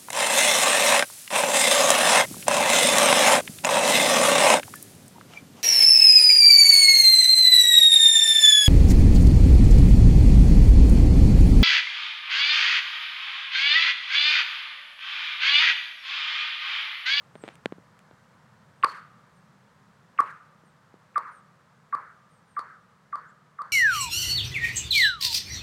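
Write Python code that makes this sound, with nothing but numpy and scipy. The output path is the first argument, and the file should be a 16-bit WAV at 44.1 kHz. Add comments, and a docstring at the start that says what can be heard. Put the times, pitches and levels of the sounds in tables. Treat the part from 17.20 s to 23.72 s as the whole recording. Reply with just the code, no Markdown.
"""On the bank of a frozen pond a ball is thrown, with knocks and a swish of the sleeve, and bounces away over the ice.
Each bounce sends a dispersive bending wave through the sheet: a falling chirp settles on the note at which
ice and air carry sound equally fast, and ends when the airborne click arrives. Delayed chirps come back from
the shore, filtered noise from the trees. Faint gliding sines whistle far off, over a noise rumble and hush."""
import sys
import numpy as np
from scipy import signal
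from scipy.fft import rfft, irfft
from scipy.io import wavfile
from scipy.ndimage import map_coordinates

SR = 44100
rng = np.random.default_rng(int(sys.argv[2]) if len(sys.argv) > 2 else 0)


def waveform_to_disk(signal):
    """Save audio, clipped to [-1, 1], as 16-bit WAV at the path in sys.argv[1]."""
    frames = np.transpose(np.atleast_2d(signal))
    scaled = np.clip(frames, -1, 1) * 32767
    samples = np.round(scaled).astype(np.int16)
    wavfile.write(sys.argv[1], SR, samples)


N = 287532


def from_db(db):
    """Decibels to amplitude ratio: 20 dB is a factor of ten."""
    return 10 ** (np.asarray(db) / 20)


def rms_one(x):
    """Normalise the mean power to one."""
    return x / np.sqrt(np.mean(x ** 2) + 1e-20)


def seconds(length):
    """Sampled time axis of a sound, in seconds."""
    return np.arange(int(length * SR)) / SR


def add(out, s, sound):
    """Superpose a sound on the pressure so far, from time s."""
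    at = max(int(s * SR), 0)
    part = sound[:max(N - at, 0)]
    out[at:at + len(part)] += part


def noise(spectrum, size):
    """Coloured noise of unit rms: white noise weighted by a spectral density."""
    hz, level_db = np.transpose(spectrum)
    f = np.maximum(np.fft.rfftfreq(size, 1 / SR), 1)
    # past either end of the curve the level falls by 12 dB per octave
    beyond = np.maximum(1, np.maximum(f / hz[-1], hz[0] / f))
    gain = from_db(np.interp(np.log(f), np.log(hz), level_db)) / beyond ** 2
    white = rng.standard_normal(size)
    return rms_one(irfft(rfft(white) * gain, size))


def drift(t, rate):
    """Slow random modulation: a smooth curve through `rate` random values per second, spread near 1."""
    knots = rng.standard_normal(int(t[-1] * rate) + 2)
    return map_coordinates(knots, [t * rate], order=2, mode="nearest")


def cut(x, hz, kind, order):
    """Low- or high-pass filtering with a maximally flat (Butterworth) passband."""
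    sos = signal.butter(order, min(hz, SR / 2 - 1), kind, fs=SR, output="sos")
    return signal.sosfilt(sos, x)


def dying(t, t60):
    """Exponential decay by viscous damping: down 60 dB after t60 seconds."""
    return np.exp(-np.log(1000) * t / t60)


def struck(modes):
    """Modal response to an impulse: damped sines from rows of (frequency_hz, level_db, t60_s)."""
    t = seconds(.06)
    total = np.zeros(len(t))
    for k, (hz, level_db, t60) in enumerate(modes):
        polarity = (-1) ** k
        total += polarity * from_db(level_db) * np.sin(2 * np.pi * hz * t) * dying(t, t60)
    return total


def outdoors():
    """Ambient noise: a distant rumble and the hush of open air, both slowly ebbing."""
    # relative spectral density of the distant rumble: frequency_hz, level_db_per_hz
    rumble_spectrum = [(25, -21), (45, -28.5), (70, -16), (100, -7.5), (150, 1), (200, -3), (280, -18),
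                       (400, -24), (800, -46.5)]
    # relative spectral density of the open air: frequency_hz, level_db_per_hz
    air_spectrum = [(150, -10.5), (350, -5), (500, 2), (700, -1.5), (1000, 2.5), (1300, 2), (1800, -2.5),
                    (2500, -12), (4000, -15), (8000, -20.5), (11000, -28), (15500, -33)]
    rumble_start_db, rumble_ebb_db_per_s, rumble_waver_db = -59, 1.0, 0.73
    air_start_db, air_ebb_db_per_s = -60.5, .5
    t = np.arange(N) / SR
    rumble_db = rumble_start_db - rumble_ebb_db_per_s * t + rumble_waver_db * drift(t, 4.3)
    air_db = air_start_db - air_ebb_db_per_s * t
    return from_db(rumble_db) * noise(rumble_spectrum, N) + from_db(air_db) * noise(air_spectrum, N)


def whistles(end_hz=8120, waver_hz=70, flutter_db=2):
    """Frequency-modulated sines: faint high glides onto one note, as of small birds in the trees."""
    # the glides: start_s, length_s, start_pitch_hz, level_db
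    glide_rows = [(0.127, 0.19, 8800, -66.5), (0.213, 0.037, 7440, -62), (0.325, 0.038, 9400, -69),
                  (1.538, 0.13, 8850, -77), (2.15, .06, 9150, -73), (3.445, 0.065, 9050, -73),
                  (4.1, 0.11, 9400, -65.5), (5.086, 0.13, 9000, -73), (5.253, 0.15, 9200, -72),
                  (6.068, 0.049, 6550, -67.5)]
    out = np.zeros(N)
    for s, length, start_hz, level_db in glide_rows:
        t = seconds(length)
        glide_hz = start_hz + (end_hz - start_hz) * t / length
        pitch_hz = glide_hz + waver_hz * drift(t, 120)
        tone = np.sin(2 * np.pi * np.cumsum(pitch_hz) / SR)
        swell = np.sin(np.pi * t / length)
        add(out, s, from_db(level_db + flutter_db * drift(t, 90)) * swell * tone)
    return out


def knocks(tick_hz=8000, soft_ratio=2.8, low_hz=140):
    """Contact stiffness sets brightness: dead knocks thud in damped modes; shorter, stronger ones crack more."""
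    # thuds close by: start_s, level_db, pitch_hz
    knock_rows = [(0.1544, -29, 565), (0.1592, -32, 490), (0.2379, -21, 426), (0.2446, -30.5, 400),
                  (0.279, -27.5, 660), (0.288, -30, 780), (.4580, -10.5, 466), (0.523, -17.5, 335),
                  (0.5828, -29.5, 266), (.9115, -37, 615), (3.436, -40.5, 375), (3.741, -33.5, 405)]
    # modes of a thud: multiple_of_pitch, level_db (relative to the thud), t60_s
    thud_modes = [(.52, -14, 0.019), (1, 0.5, 0.0068), (1.7, -9.5, 0.0035), (3.1, -18, 0.014)]
    # modes of the hard contact's crack: frequency_hz, level_db (relative to the crack), t60_s
    crack_modes = [(1650, 3, 0.0071), (2230, 9.5, 0.0037), (3410, 5.5, 0.0029), (4330, -2.5, 0.0031)]
    # light ticks without a thud: start_s, level_db
    tick_rows = [(0.3552, -39), (0.7916, -42)]
    # crack under a 0 dB thud at 500 Hz, its growth with pitch and per dB of thud
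    crack_base_db, crack_db_per_octave, crack_growth = -3, 23.5, 1.62
    tick_under_crack_db, crack_under_tick_db = -6, -10.5
    crack = struck(crack_modes)
    out = np.zeros(N)
    for s, thud_db, thud_hz in knock_rows:
        octaves = np.log2(thud_hz / 500)
        crack_db = crack_base_db + crack_growth * thud_db + crack_db_per_octave * octaves
        thud = sum(struck([(thud_hz * multiple, thud_db + db, t60)]) for multiple, db, t60 in thud_modes)
        thud = cut(thud, soft_ratio * thud_hz, "low", order=2)
        tick = struck([(tick_hz, crack_db + tick_under_crack_db, .001)])
        add(out, s, from_db(crack_db) * crack + tick - thud)
    for s, tick_db in tick_rows:
        tick = struck([(tick_hz, tick_db, .001)])
        add(out, s, from_db(tick_db + crack_under_tick_db) * crack + tick)
    return cut(out, low_hz, "high", order=2)


def swish(peak_s=.3, level_db=-54, attack_s=0.045, t60_s=0.27, scuff_db=3):
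    """Friction noise: the sleeve brushes through the throw, swelling to a peak and dying away unevenly."""
    # relative spectral density of the cloth: frequency_hz, level_db_per_hz
    sleeve_spectrum = [(100, -13), (400, 12), (900, 3), (2500, 4.5), (4500, -10), (9000, -17), (15000, -40)]
    t = np.arange(N) / SR - peak_s
    swell = np.exp(-.5 * (np.minimum(t, 0) / attack_s) ** 2)
    fade = dying(np.maximum(t, 0), t60_s)
    scuffing = from_db(scuff_db * drift(t - t[0], 179.5))
    return from_db(level_db) * swell * scuffing * fade * noise(sleeve_spectrum, N)


def chirp(flight, note_hz, share=.64, sweep_hz=1750, settle=0.01479, width_hz=380, steep=1.83,
          sag_hz=145, waver_hz=32, stop_t60=0.00087, swell_db_per_s=70, uneven_db_per_s=35):
    """Dispersion: high bending waves outrun low ones; ice radiates best where they match the speed of sound.
    The note fills the last share of the flight, until the direct sound through the air catches up."""
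    t = seconds(flight + .02) - (1 - share) * flight   # zero where the chirp begins
    lasts = share * flight
    above_hz = sweep_hz * np.exp(-np.maximum(t, 0) / (settle * np.sqrt(lasts)))
    # the early part is radiated close by, where thicker ice sounds a little lower
    below_hz = sag_hz * np.clip(1 - t / lasts, 0, 1)
    pitch_hz = note_hz + above_hz - below_hz + waver_hz * drift(t - t[0], 306)
    wave = np.sin(2 * np.pi * np.cumsum(pitch_hz) / SR)
    radiated = np.clip(t / .001, 0, 1) / (1 + (above_hz / width_hz) ** steep)
    # a longer path crosses more flaws
    uneven_ice = from_db(uneven_db_per_s * flight * drift(t - t[0], 400))
    # the note swells towards its end
    nearing = from_db(swell_db_per_s * (np.minimum(t, lasts) - lasts / 2))
    stop = dying(np.maximum(t - lasts, 0), stop_t60)
    return wave * radiated * uneven_ice * nearing * stop


def scattered(spectrum, note_hz, delays, gains, size=65536):
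    """Dispersive scattering: cracks and banks return falling chirps, each with its note at its own delay."""
    hz = np.arange(1, size // 9) * SR / size
    points_hz, level_db = np.transpose(spectrum)
    colour = from_db(np.interp(np.log(hz), np.log(points_hz), level_db))
    colour = colour * np.minimum(hz / points_hz[0], 1) ** 2
    # phase growing as the root of frequency makes the delay shrink as its inverse root
    cycles = 2 * np.outer(delays, np.sqrt(hz * note_hz)) + rng.random((len(delays), 1))
    arrivals = gains @ np.exp(-2j * np.pi * cycles)
    wave = irfft(np.r_[0, colour * arrivals], size)
    return wave * np.sqrt(.05 * SR / np.sum(wave ** 2))   # the energy of 50 ms at unit rms


def spread(start, length, count):
    """Irregular scatterers: one random arrival time in each equal slice of a stretch."""
    return start + length * (np.arange(count) + rng.random(count)) / count


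def patchy(count, poorest_db=-13, best_db=8):
    """Uneven reflectivity: some reflectors are much better than others."""
    return from_db(rng.uniform(poorest_db, best_db, count))


def shore(flight, note_hz, near_db, far_db, flaws_db=-13, near_t60=0.31,
          far_peak=0.13, far_spread=0.08, ring_db=-7, ring_t60=1.24):
    """Reverberation in the sheet: near bank at once, far edges later, and the pond rings on faintly."""
    # relative spectral densities, each with columns frequency_hz, level_db_per_hz:
    # flaws on the way
    flaw_spectrum = [(350, -11.5), (750, -0.5), (1150, -8), (1500, 1.5), (2100, -1), (3000, -19.5)]
    # the near bank
    near_spectrum = [(150, -40), (500, -20.5), (750, -23), (950, -7), (1130, 3.5), (1300, -0.5),
                     (1520, -21), (1760, -15.5), (3000, -34.5), (4500, -46)]
    # the far edges
    far_spectrum = [(500, -26), (900, -23.5), (1100, -3.5), (1280, 9), (1550, 8.5), (1900, 1.5),
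                    (2500, -7.5), (4000, -21.5)]
    # the whole pond
    pond_spectrum = [(500, -28), (1020, -20.5), (1200, 5.5), (1380, -7.5), (2000, -14), (3500, -22)]
    # arrival times in seconds after the impact; the flaws roughen the chirp itself
    flaws = spread(.45 * flight, .55 * flight, count=14)
    near = spread(flight + .004, .25, count=56)
    far = spread(flight + .02, .3, count=80)
    late = spread(.14, .66, count=36)
    near_gains = dying(near, near_t60) * patchy(len(near))
    far_gains = np.exp(-.5 * ((far - far_peak) / far_spread) ** 2) * patchy(len(far))
    return (from_db(near_db + flaws_db) * scattered(flaw_spectrum, note_hz, flaws, patchy(len(flaws)))
            + from_db(near_db) * scattered(near_spectrum, note_hz, near, near_gains)
            + from_db(far_db) * scattered(far_spectrum, note_hz, far, far_gains)
            + from_db(far_db + ring_db) * scattered(pond_spectrum, note_hz, late, dying(late, ring_t60)))


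def bounce_through_ice(out, s, distance_m, note_db, click_db,
                       forerunner_db=-7, forerunner_hz=2700, forerunner_lead=0.91):
    """Wave-type speeds: a tick rides the fast compression wave, then come bending chirp, dent and echoes."""
    # modes of the ice under the ball: frequency_hz, level_db (relative to the dent), t60_s
    dent_modes = [(506, -2.5, 0.013), (1757, -2.5, .018), (2330, -4.5, .009)]
    flight = distance_m / 343   # speed of sound in m/s
    # the ice thins away from the bank, so its note rises
    note_hz = 1108.6 + 6.3 * distance_m
    # treble limit: 2850 Hz at 10 m, lower farther out
    top_hz = 2850 * (10 / distance_m) ** .72
    # dent against click: 4.5 dB at 10 m, losing 6.5 dB per doubling of distance
    dent_db = click_db + 4.5 - 6.5 * np.log2(distance_m / 10)
    # echoes follow only a share of the note's level
    near_db = -22.5 + 0.72 * note_db
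    far_db = -38 + 0.35 * note_db
    forerunner = struck([(forerunner_hz, dent_db + forerunner_db, .007)])
    waves = [(s - flight, from_db(note_db) * chirp(flight, note_hz)),
             (s - flight, shore(flight, note_hz, near_db, far_db)),
             (s - forerunner_lead * flight, forerunner),
             (s, from_db(dent_db) * struck(dent_modes))]
    for start, wave in waves:
        # farther, slower bounces bring less treble through the ice
        add(out, start, cut(wave, top_hz, "low", order=6))


def bounce_through_air(out, s, click_db, ring_db, ring_hz=4480, click_echo_db=-31, click_t60=0.33,
                       ring_echo_db=-31, ring_t60=0.42, splash_db=-10, splash_t60=0.012,
                       trees_uneven_db=4, treeline_db=-43, treeline_s=.1, treeline_spread_s=.035):
    """Direct and reflected sound: click and ball ring, a glance off the bank, an uneven return from the trees."""
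    # modes of the ball's click: frequency_hz, level_db (relative to the click), t60_s
    click_modes = [(3820, -10.5, 0.0059), (5050, 0, 0.0025), (8230, -7, 0.0053), (9290, -3, 0.0048),
                   (12000, -11.5, .002)]
    # relative spectral density of the click's echo: frequency_hz, level_db_per_hz
    click_echo_spectrum = [(1500, -7), (3000, -9), (4000, -2.5), (5300, -9.5), (7000, -11.5), (9500, -11.5),
                           (12000, -20.5), (16000, -34.5)]
    # relative spectral density of the ball's ring back from the trees: frequency_hz, level_db_per_hz
    ring_echo_spectrum = [(3900, -25), (4350, -1), (4550, -4.5), (4750, -11), (5200, -26)]
    t = seconds(.6)
    add(out, s, from_db(click_db) * struck(click_modes) + struck([(ring_hz, ring_db, .008)]))
    trees = from_db(trees_uneven_db * drift(t, 78))
    treeline = from_db(treeline_db) * np.exp(-.5 * ((t - treeline_s) / treeline_spread_s) ** 2)
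    off_bank = from_db(splash_db) * dying(t, splash_t60)
    off_trees = trees * (from_db(click_echo_db) * dying(t, click_t60) + treeline)
    add(out, s, from_db(click_db) * noise(click_echo_spectrum, len(t)) * (off_bank + off_trees))
    ring_echo = noise(ring_echo_spectrum, len(t)) * trees * dying(t, ring_t60)
    add(out, s, from_db(ring_db + ring_echo_db) * ring_echo)


def ball():
    """Two-path propagation: every bounce is heard through the ice and through the air."""
    # bounces: click_arrives_s, distance_m, note_db, click_db, ball_ring_db
    bounce_rows = [(1.645, 6.27, -9, -24, -18), (3.0044, 9.86, -11, -31, -50),
                   (3.9801, 13.15, -17, -34.5, -37), (4.7510, 14.7, -21, -42, -42),
                   (5.3930, 15.8, -24, -40.5, -37.5), (5.9564, 17.4, -26.5, -43.5, -41),
                   (6.4190, 18.7, -28, -44.5, -43)]
    out = np.zeros(N)
    for s, distance_m, note_db, click_db, ring_db in bounce_rows:
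        bounce_through_ice(out, s, distance_m, note_db, click_db)
        bounce_through_air(out, s, click_db, ring_db)
    return out


def scene():
    """Superposition: the throw and the bounces, with far whistles, in the open air."""
    throw_and_bounces = cut(ball() + knocks() + swish(), 160, "high", order=2)
    return (throw_and_bounces + whistles() + outdoors())[None]


def record(dry):
    """Band limitation: a steep elliptic low-pass cuts the top at 15.9 kHz."""
    sos = signal.ellip(10, .1, 80, 15900, fs=SR, output="sos")   # 0.1 dB ripple, 80 dB rejection
    return signal.sosfilt(sos, dry)


dry = scene()
out = record(dry)
waveform_to_disk(out)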